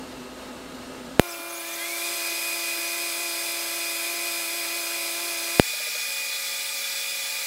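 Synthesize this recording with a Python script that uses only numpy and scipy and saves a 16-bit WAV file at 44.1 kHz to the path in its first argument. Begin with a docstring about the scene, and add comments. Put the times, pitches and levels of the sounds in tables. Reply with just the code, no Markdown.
"""A TIG welding arc at a steel bench, heard close up on one microphone, with the welder running beside it. The
sound falls into three stretches, and each change of scene comes with a loud pop that overloads the input. First
the arc flutters softly; then its alternating current makes it buzz and the hot metal squeaks, while the cooling
fan spins up to a whine and a rush of air; last the arc is quiet under the fan and the coil stutters. Gloved
hands bump the work now and then."""
import sys
import numpy as np
from scipy import signal
from scipy.io import wavfile
from scipy.ndimage import uniform_filter1d

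SR = 44100
rng = np.random.default_rng(int(sys.argv[2]) if len(sys.argv) > 2 else 0)


def int16_out(signal):
    """Quantize to a 16-bit WAV file."""
    q = np.round(np.clip(np.atleast_2d(signal).T, -1, 1) * 32767)
    wavfile.write(sys.argv[1], SR, q.astype(np.int16))


N = 328986
T = np.arange(N) / SR

# broad colour of the air noise in each stretch: frequency_hz, relative_db
SOFT_AIR = [(25, -23), (55, -12), (110, -10.5), (260, -2), (600, -9.5), (1300, -10), (2300, -16.5),
            (4400, -16.5), (5200, -22), (9000, -23.5), (10000, -28.6), (13500, -31), (15600, -40.3)]
BUZZ_AIR = [(25, -31.9), (55, -36), (100, -23), (190, -24), (300, -16.5), (600, -4.5), (1100, -21),
            (2200, -5), (4000, 0.0), (8000, -4.5), (12000, -4), (15600, -8.5)]
QUIET_AIR = [(25, -37), (55, -40.1), (100, -26), (190, -30.5), (300, -16.5), (600, -11), (1100, -17),
             (2200, -1.5), (4000, 1.5), (8000, -6), (12000, -7), (15600, -7.5)]
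# resonances of case and bench in each stretch: centre_hz, width_hz, gain_db
SOFT_PEAKS = [(390, 42, 5.5), (510, 29, 7.1), (597, 41, 7.7), (674, 30, 7), (842, 36, 6.3),
              (2670, 208, 3.0)]
BUZZ_PEAKS = [(398, 140, 7.5), (480, 240, -9.5), (578, 32, 7), (859, 93, 4.5), (1008, 270, 8.5),
              (1178, 52, 9), (1307, 204, 13.5), (1613, 260, 13), (1900, 52, 2), (2028, 71, 10),
              (2358, 390, 9.5), (2910, 45, 4.5), (2950, 510, -3), (3470, 52, 6), (3815, 260, -3.5),
              (3900, 75, 7.5), (4580, 73, -6), (5450, 270, -2), (5770, 280, 3), (5820, 119, -7),
              (6813, 110, -1), (8100, 370, 7), (8500, 159, -4.4), (8700, 102, 0), (9400, 350, 3),
              (10230, 325, 2), (11100, 82, -6), (12443, 278, 1.5)]
QUIET_PEAKS = [(493, 69, -6), (930, 180, 5), (1223, 115, 12.5), (1434, 99, 7.5), (1636, 89, 8),
               (1920, 53, -11), (2000, 76, 5.5), (2380, 290, 7.5), (2793, 410, -8), (2840, 120, 5),
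               (3190, 200, -5.5), (3456, 73, 8), (3840, 262, -6), (3910, 87, 8), (4700, 87, -5),
               (4862, 126, 4.5), (5410, 170, 4), (6350, 190, -9.5), (6555, 460, 4), (7330, 290, 3),
               (7920, 380, 5), (8400, 133, 6), (9300, 187, 3.5), (10120, 90, 7), (10900, 46, 5.0),
               (12670, 366, 2)]
# growth of the rush with fan speed: frequency_hz, gain_db_per_doubling
RUSH_GROWTH = [(100, -3), (500, 1), (1200, -3), (2200, 5.5), (4500, 13), (9000, 11.5), (15000, 5.5)]
# the welder's hum and whines in each stretch: pitch_hz, level_db, wander_hz
SOFT_HUM = [(59.4, -59.5, 2), (254.4, -45.5, 8.3), (374, -55, 7.1), (500, -54, 7), (1256, -56.5, 1.2)]
BUZZ_HUM = [(107, -74, 2), (241, -66, 1), (397, -62, 2), (427, -63, 3), (554.5, -51.5, .7), (581, -58, 2),
            (721, -60, 1), (868, -56.5, 1), (1146, -60, 1), (1182, -59, 2), (1303, -57, 2),
            (2400.5, -44.5, .6), (2833, -59, 1), (3603, -54.5, 3), (5050, -55, 5), (10092, -53, 4),
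            (10800, -61, 8)]
QUIET_HUM = [(241, -67, 1), (490, -59, 2), (721.4, -59, 1), (871, -57, 1), (1200, -58, 2),
             (2400.5, -46, .6), (2833, -58, 1), (4430, -54, 2), (9367, -57, 4), (10094, -55, 6),
             (10336, -60, 4), (10804, -60, 6)]
# stutters of the coil: centre_s, base_level_db
STUTTERS = [(5.738, -44), (5.808, -43.5), (5.876, -44), (5.958, -42.5)]
# the two tones in each stutter: pitch_hz, relative_db
COIL_TONES = [(500, -2.5), (605, 1.5)]
# the fan's blade tone, before speed and duct act on it: time_s, base_level_db
BLADE_LEVEL = [(2.1, -40.5), (2.14, -42.5), (2.49, -34.5), (2.59, -40), (2.65, -34.5), (3.71, -45),
               (3.76, -39), (5.4, -41.5), (6.06, -36), (6.67, -42.5), (7.32, -39.5), (7.46, -41)]
# resonances of the fan's duct: centre_hz, width_hz, gain_db
DUCT_PEAKS = [(1399, 48, 16), (1650, 130, 5.8), (2050, 140, 13), (2275, 140, 6.6)]
# the fan's other tones at full speed: blade_tone_multiple, level_db
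BUZZ_FAN_TONES = [(.2, -68), (.8, -50.5), (2, -42), (3, -52), (4, -63), (5, -50)]
QUIET_FAN_TONES = [(.2, -70), (.8, -50), (2, -45), (3, -51.5), (4, -50), (5, -54)]
# groans of the accelerating motor: blade_tone_multiple, centre_s, half_length_s, level_db
GROANS = [(0.801, 1.81, 0.041, -43), (1.6, 1.84, .045, -42)]
# gloved hands on the work: centre_s, pitch_hz, level_db
BUMPS = [(1.40, 295, -45), (2.16, 350, -45), (2.33, 350, -47.5), (2.79, 327, -46), (3.23, 355, -49),
         (4.54, 310, -54), (5.888, 432, -54)]
# loud pops where the scene changes: start_s, dip_s, surge_s, unfiltered_fizz_db
POPS = [(1.19598, .00017, .00082, -20), (5.59736, .00016, .00083, -28)]
# where the buzzing and the quiet stretch begin: start_s
STRETCH_STARTS = [1.19598, 5.59734]
# loudest squeaks of the hot metal: centre_s, pitch_hz, slide_hz_per_s, level_db
SQUEAKS = [(1.294, 6050, 35000, -42), (1.31, 7940, -15000, -41), (1.325, 5270, -20000, -39),
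           (1.345, 2640, 0, -41), (1.506, 6370, -15000, -43), (1.538, 9600, 5000, -38),
           (1.553, 6540, 4999, -42), (1.577, 6730, 5000, -40), (1.605, 10000, 15000, -39),
           (1.685, 6760, -20000, -41), (1.74, 6200, 15000, -39), (2.88, 6100, 0, -39), (5.44, 6250, 0, -39)]
# harmonics of the arc at its mean pitch: harmonic_number, level_db
ARC_HARMONICS = [(1, -46), (2, -46), (3, -50), (4, -54.5), (5, -77), (6, -67), (7, -61)]

IDLE_HZ, FULL_HZ, QUIET_FAN_HZ = 1412, 2477.5, 2461  # blade tone: idling, spun up, in the quiet stretch
SPIN_UP_S, SPIN_HZ_PER_S, EASE_S = 1.505, 2020, .14


def gain_of(db):
    """Decibels to a factor."""
    return 10 ** (np.asarray(db) / 20)


def unit_rms(x):
    """Scales to rms 1."""
    return x / np.sqrt(np.mean(x ** 2) + 1e-20)


def spectrum_at(points, hz):
    """Reads a spectrum on a log-frequency axis."""
    frequencies, values = np.transpose(points)
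    return np.interp(np.log(hz + 1), np.log(frequencies + 1), values)


def resonances(peaks, hz):
    """The dB that bell-shaped resonances add at hz."""
    return sum(db * 2 ** -np.minimum((2 * (hz - centre) / width) ** 2, 50) for centre, width, db in peaks)


def highpass(x, hz, order):
    """Rolls off what lies under hz."""
    return signal.sosfilt(signal.butter(order, hz, "highpass", fs=SR, output="sos"), x)


def drift(rate):
    """A random wander of rms 1 that changes about rate times a second."""
    t = np.linspace(0, T[-1], max(1500, int(rate * T[-1] * 4)))
    hz = rate * np.geomspace(1 / 8, 1, 16)[:, None]
    sines = np.sin(2 * np.pi * (hz * t + rng.random(hz.shape)))
    return np.interp(T, t, unit_rms(sines.sum(0)))


def tone(hz):
    """A sine of rms 1 on a steady pitch or a pitch curve."""
    cycles = np.cumsum(np.broadcast_to(hz, N)) / SR
    return np.sqrt(2) * np.sin(2 * np.pi * (cycles + rng.random()))


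def swell(centre_s, half_length_s):
    """A smooth, bell-shaped envelope."""
    return np.exp(-np.minimum(((T - centre_s) / half_length_s) ** 2, 50))


def air_rush(shape, peaks, level_db, ripple_db, eddy_db, flicker_db, blade_hz=None):
    """Turbulent air through case and bench resonances; a climbing fan brightens it and swells it to level."""
    size, hop = 2048, 512
    frames, hz = N // hop + 5, np.fft.rfftfreq(size, 1 / SR)
    real, imaginary, eddies = rng.standard_normal((3, frames, len(hz)))
    ringing_db = resonances(peaks, hz)
    # reflections from the bench comb the treble with a fine ripple
    ripple = unit_rms(uniform_filter1d(rng.standard_normal(len(hz)), size=5))
    colour = gain_of(spectrum_at(shape, hz) + ringing_db + ripple_db * ripple * hz / (hz + 2000))
    # eddies come and go in patches, and the whole flow can flicker
    eddies = unit_rms(uniform_filter1d(uniform_filter1d(eddies, size=6, axis=0), size=24, axis=1))
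    flicker = unit_rms(uniform_filter1d(rng.standard_normal(frames), size=8))[:, None]
    spectra = (real + 1j * imaginary) * colour * gain_of(eddy_db * eddies + flicker_db * flicker)
    full_speed_rms = np.std(signal.istft(spectra.T, nperseg=size, noverlap=size - hop)[1])
    if blade_hz is not None:
        speed = np.interp(np.arange(frames) * hop / SR, T, blade_hz) / blade_hz[-1]
        # a slow fan hardly stirs the high resonances, so the hiss starts out smoother
        growth_db = spectrum_at(RUSH_GROWTH, hz) + 1.3 * ringing_db * hz / (hz + 3000)
        spectra *= gain_of(np.log2(speed)[:, None] * growth_db)
    rush = signal.istft(spectra.T, nperseg=size, noverlap=size - hop)[1][:N]
    return gain_of(level_db) / full_speed_rms * rush


def welder_hum(tones, drift_per_s, waver_db):
    """The welder's steady hum and whines, wavering a little in pitch and strength."""
    return sum(gain_of(db + waver_db * drift(drift_per_s)) * tone(hz + wander_hz * drift(drift_per_s))
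               for hz, db, wander_hz in tones)


def welder_coil(hold_start_s=6.04, hold_hz=554.0, hold_db=-52):
    """The coil stutters in four short buzzes, then holds one note."""
    stutter = sum(gain_of(db) * swell(s, half_length_s=.0091) for s, db in STUTTERS)
    buzz = sum(gain_of(db) * tone(hz) for hz, db in COIL_TONES)
    held = np.clip((T - hold_start_s) / .02, 0, 1) * tone(hold_hz)
    return stutter * buzz + gain_of(hold_db) * held


def fan_spin_up():
    """The blade tone in Hz: idle, a steady climb with rounded corners, then full speed."""
    climb = np.clip(IDLE_HZ + SPIN_HZ_PER_S * (T - SPIN_UP_S), IDLE_HZ, FULL_HZ)
    return uniform_filter1d(climb, size=round(EASE_S * SR))


def fan_groan(blade_hz):
    """Side tones that rise with the fan while its motor pulls hardest."""
    return sum(gain_of(db) * swell(s, half_length_s) * tone(multiple * blade_hz)
               for multiple, s, half_length_s, db in GROANS)


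def fan_whine(blade_hz, other_tones, blade_db_per_octave=25, others_db_per_octave=190):
    """The blades sing louder with speed and at duct resonances; their other tones need full speed."""
    octaves = np.log2(blade_hz / blade_hz[-1])
    climbing = np.gradient(blade_hz) * SR / SPIN_HZ_PER_S
    # uneven inflow shakes the tones, most while the fan climbs
    hz = blade_hz * (1 + .0004 * drift(14) + .012 * climbing * drift(120))
    base_db = np.interp(T, *np.transpose(BLADE_LEVEL))
    level_db = base_db + blade_db_per_octave * octaves + resonances(DUCT_PEAKS, blade_hz)
    blade = gain_of(level_db + 1.47 * drift(9)) * tone(hz)
    others = sum(gain_of(db + .9 * drift(14)) * tone(multiple * hz) for multiple, db in other_tones)
    return blade + others * gain_of(others_db_per_octave * octaves)


def glove_bumps():
    """Gloved hands knock the work: dull, padded bumps of a few cycles each."""
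    return sum(gain_of(db) * swell(s, half_length_s=.014) * tone(hz) for s, hz, db in BUMPS)


def scene_change_pops(drive_db=7, collapse_s=.00041, fizz_decay_s=.003, coupling_hz=190, ceiling=1.25):
    """At each change of scene a short dip, a surge and a collapse pass the input's coupling and overload it: a
    dry, fizzy snap."""
    dip, surge, fizz = np.zeros((3, N))
    for start_s, dip_s, surge_s, fizz_db in POPS:
        age_s = T - start_s - dip_s
        dip -= (T >= start_s) & (age_s < 0)
        surge += gain_of(drive_db) * (age_s >= 0) * np.exp(-np.maximum(age_s - surge_s, 0) / collapse_s)
        fizz += gain_of(fizz_db) * (age_s >= 0) * np.exp(-np.maximum(age_s, 0) / fizz_decay_s)
    snap = np.clip(dip + highpass(surge, coupling_hz, order=1), -ceiling, ceiling)
    hiss = highpass(rng.standard_normal(N), hz=8000, order=2)
    return highpass(snap, hz=40, order=1) + fizz * hiss


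def metal_squeaks(heating_s=(1.1, 1.78), faint_hz=(4570, 12100), faint_db=-49, faint_count=8):
    """Brief, scratchy whistles from the weld pool; fainter ones come at random while the metal heats."""
    faint = [(rng.uniform(*heating_s), rng.uniform(*faint_hz), 0, faint_db) for _ in range(faint_count)]
    bend = 1 + .012 * drift(60) + .04 * drift(1500)  # wobble and rasp
    return sum(gain_of(db) * swell(s, half_length_s=.011) * tone((hz + slide * (T - s)) * bend)
               for s, hz, slide, db in SQUEAKS + faint)


def arc_buzz(current_hz=339.5, start_sharp_hz=16, settle_s=.05, db_per_hz=.36):
    """Each reversal of the current pushes the air around the arc: a wavering stack of harmonics."""
    wander_hz = 2.0 * drift(6)
    settling_hz = start_sharp_hz * np.exp(-np.maximum(T - STRETCH_STARTS[0], 0) / settle_s)
    hz = (current_hz + wander_hz + settling_hz) * (1 + .0022 * drift(20))
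    buzz = sum(gain_of(db) * tone(harmonic * hz) for harmonic, db in ARC_HARMONICS)
    return gain_of(db_per_hz * wander_hz) * buzz  # weaker as the pitch sags


def scene():
    """The soft, buzzing and quiet stretches in turn; one microphone at the bench feeds both channels."""
    soft = air_rush(SOFT_AIR, SOFT_PEAKS, level_db=-40.5, ripple_db=2.5, eddy_db=.75, flicker_db=.5)
    soft += welder_hum(SOFT_HUM, drift_per_s=28, waver_db=3.0)

    blade_hz = fan_spin_up()
    buzzing = air_rush(BUZZ_AIR, BUZZ_PEAKS, level_db=-30, ripple_db=1.5, eddy_db=.83, flicker_db=0,
                       blade_hz=blade_hz)
    buzzing += fan_whine(blade_hz, BUZZ_FAN_TONES) + fan_groan(blade_hz)
    buzzing += welder_hum(BUZZ_HUM, drift_per_s=6, waver_db=.4)
    buzzing += arc_buzz() + metal_squeaks()

    quiet = air_rush(QUIET_AIR, QUIET_PEAKS, level_db=-30, ripple_db=.7, eddy_db=1.07, flicker_db=.14)
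    quiet += fan_whine(np.full(N, QUIET_FAN_HZ), QUIET_FAN_TONES)
    quiet += welder_hum(QUIET_HUM, drift_per_s=6.6, waver_db=.4) + welder_coil()

    welding = np.select([T < STRETCH_STARTS[0], T < STRETCH_STARTS[1]], [soft, buzzing], quiet)
    mono = welding + glove_bumps() + scene_change_pops()
    return np.array([mono, mono])


def record(dry):
    """The microphone's input clips on the pops, then loses the highest treble."""
    clipped = np.clip(dry, -1, 1)
    lowpass = signal.firwin(2047, cutoff=15760, window=("kaiser", 9), fs=SR)
    return signal.oaconvolve(clipped, lowpass[None], "same")


dry = scene()
out = record(dry)
int16_out(out)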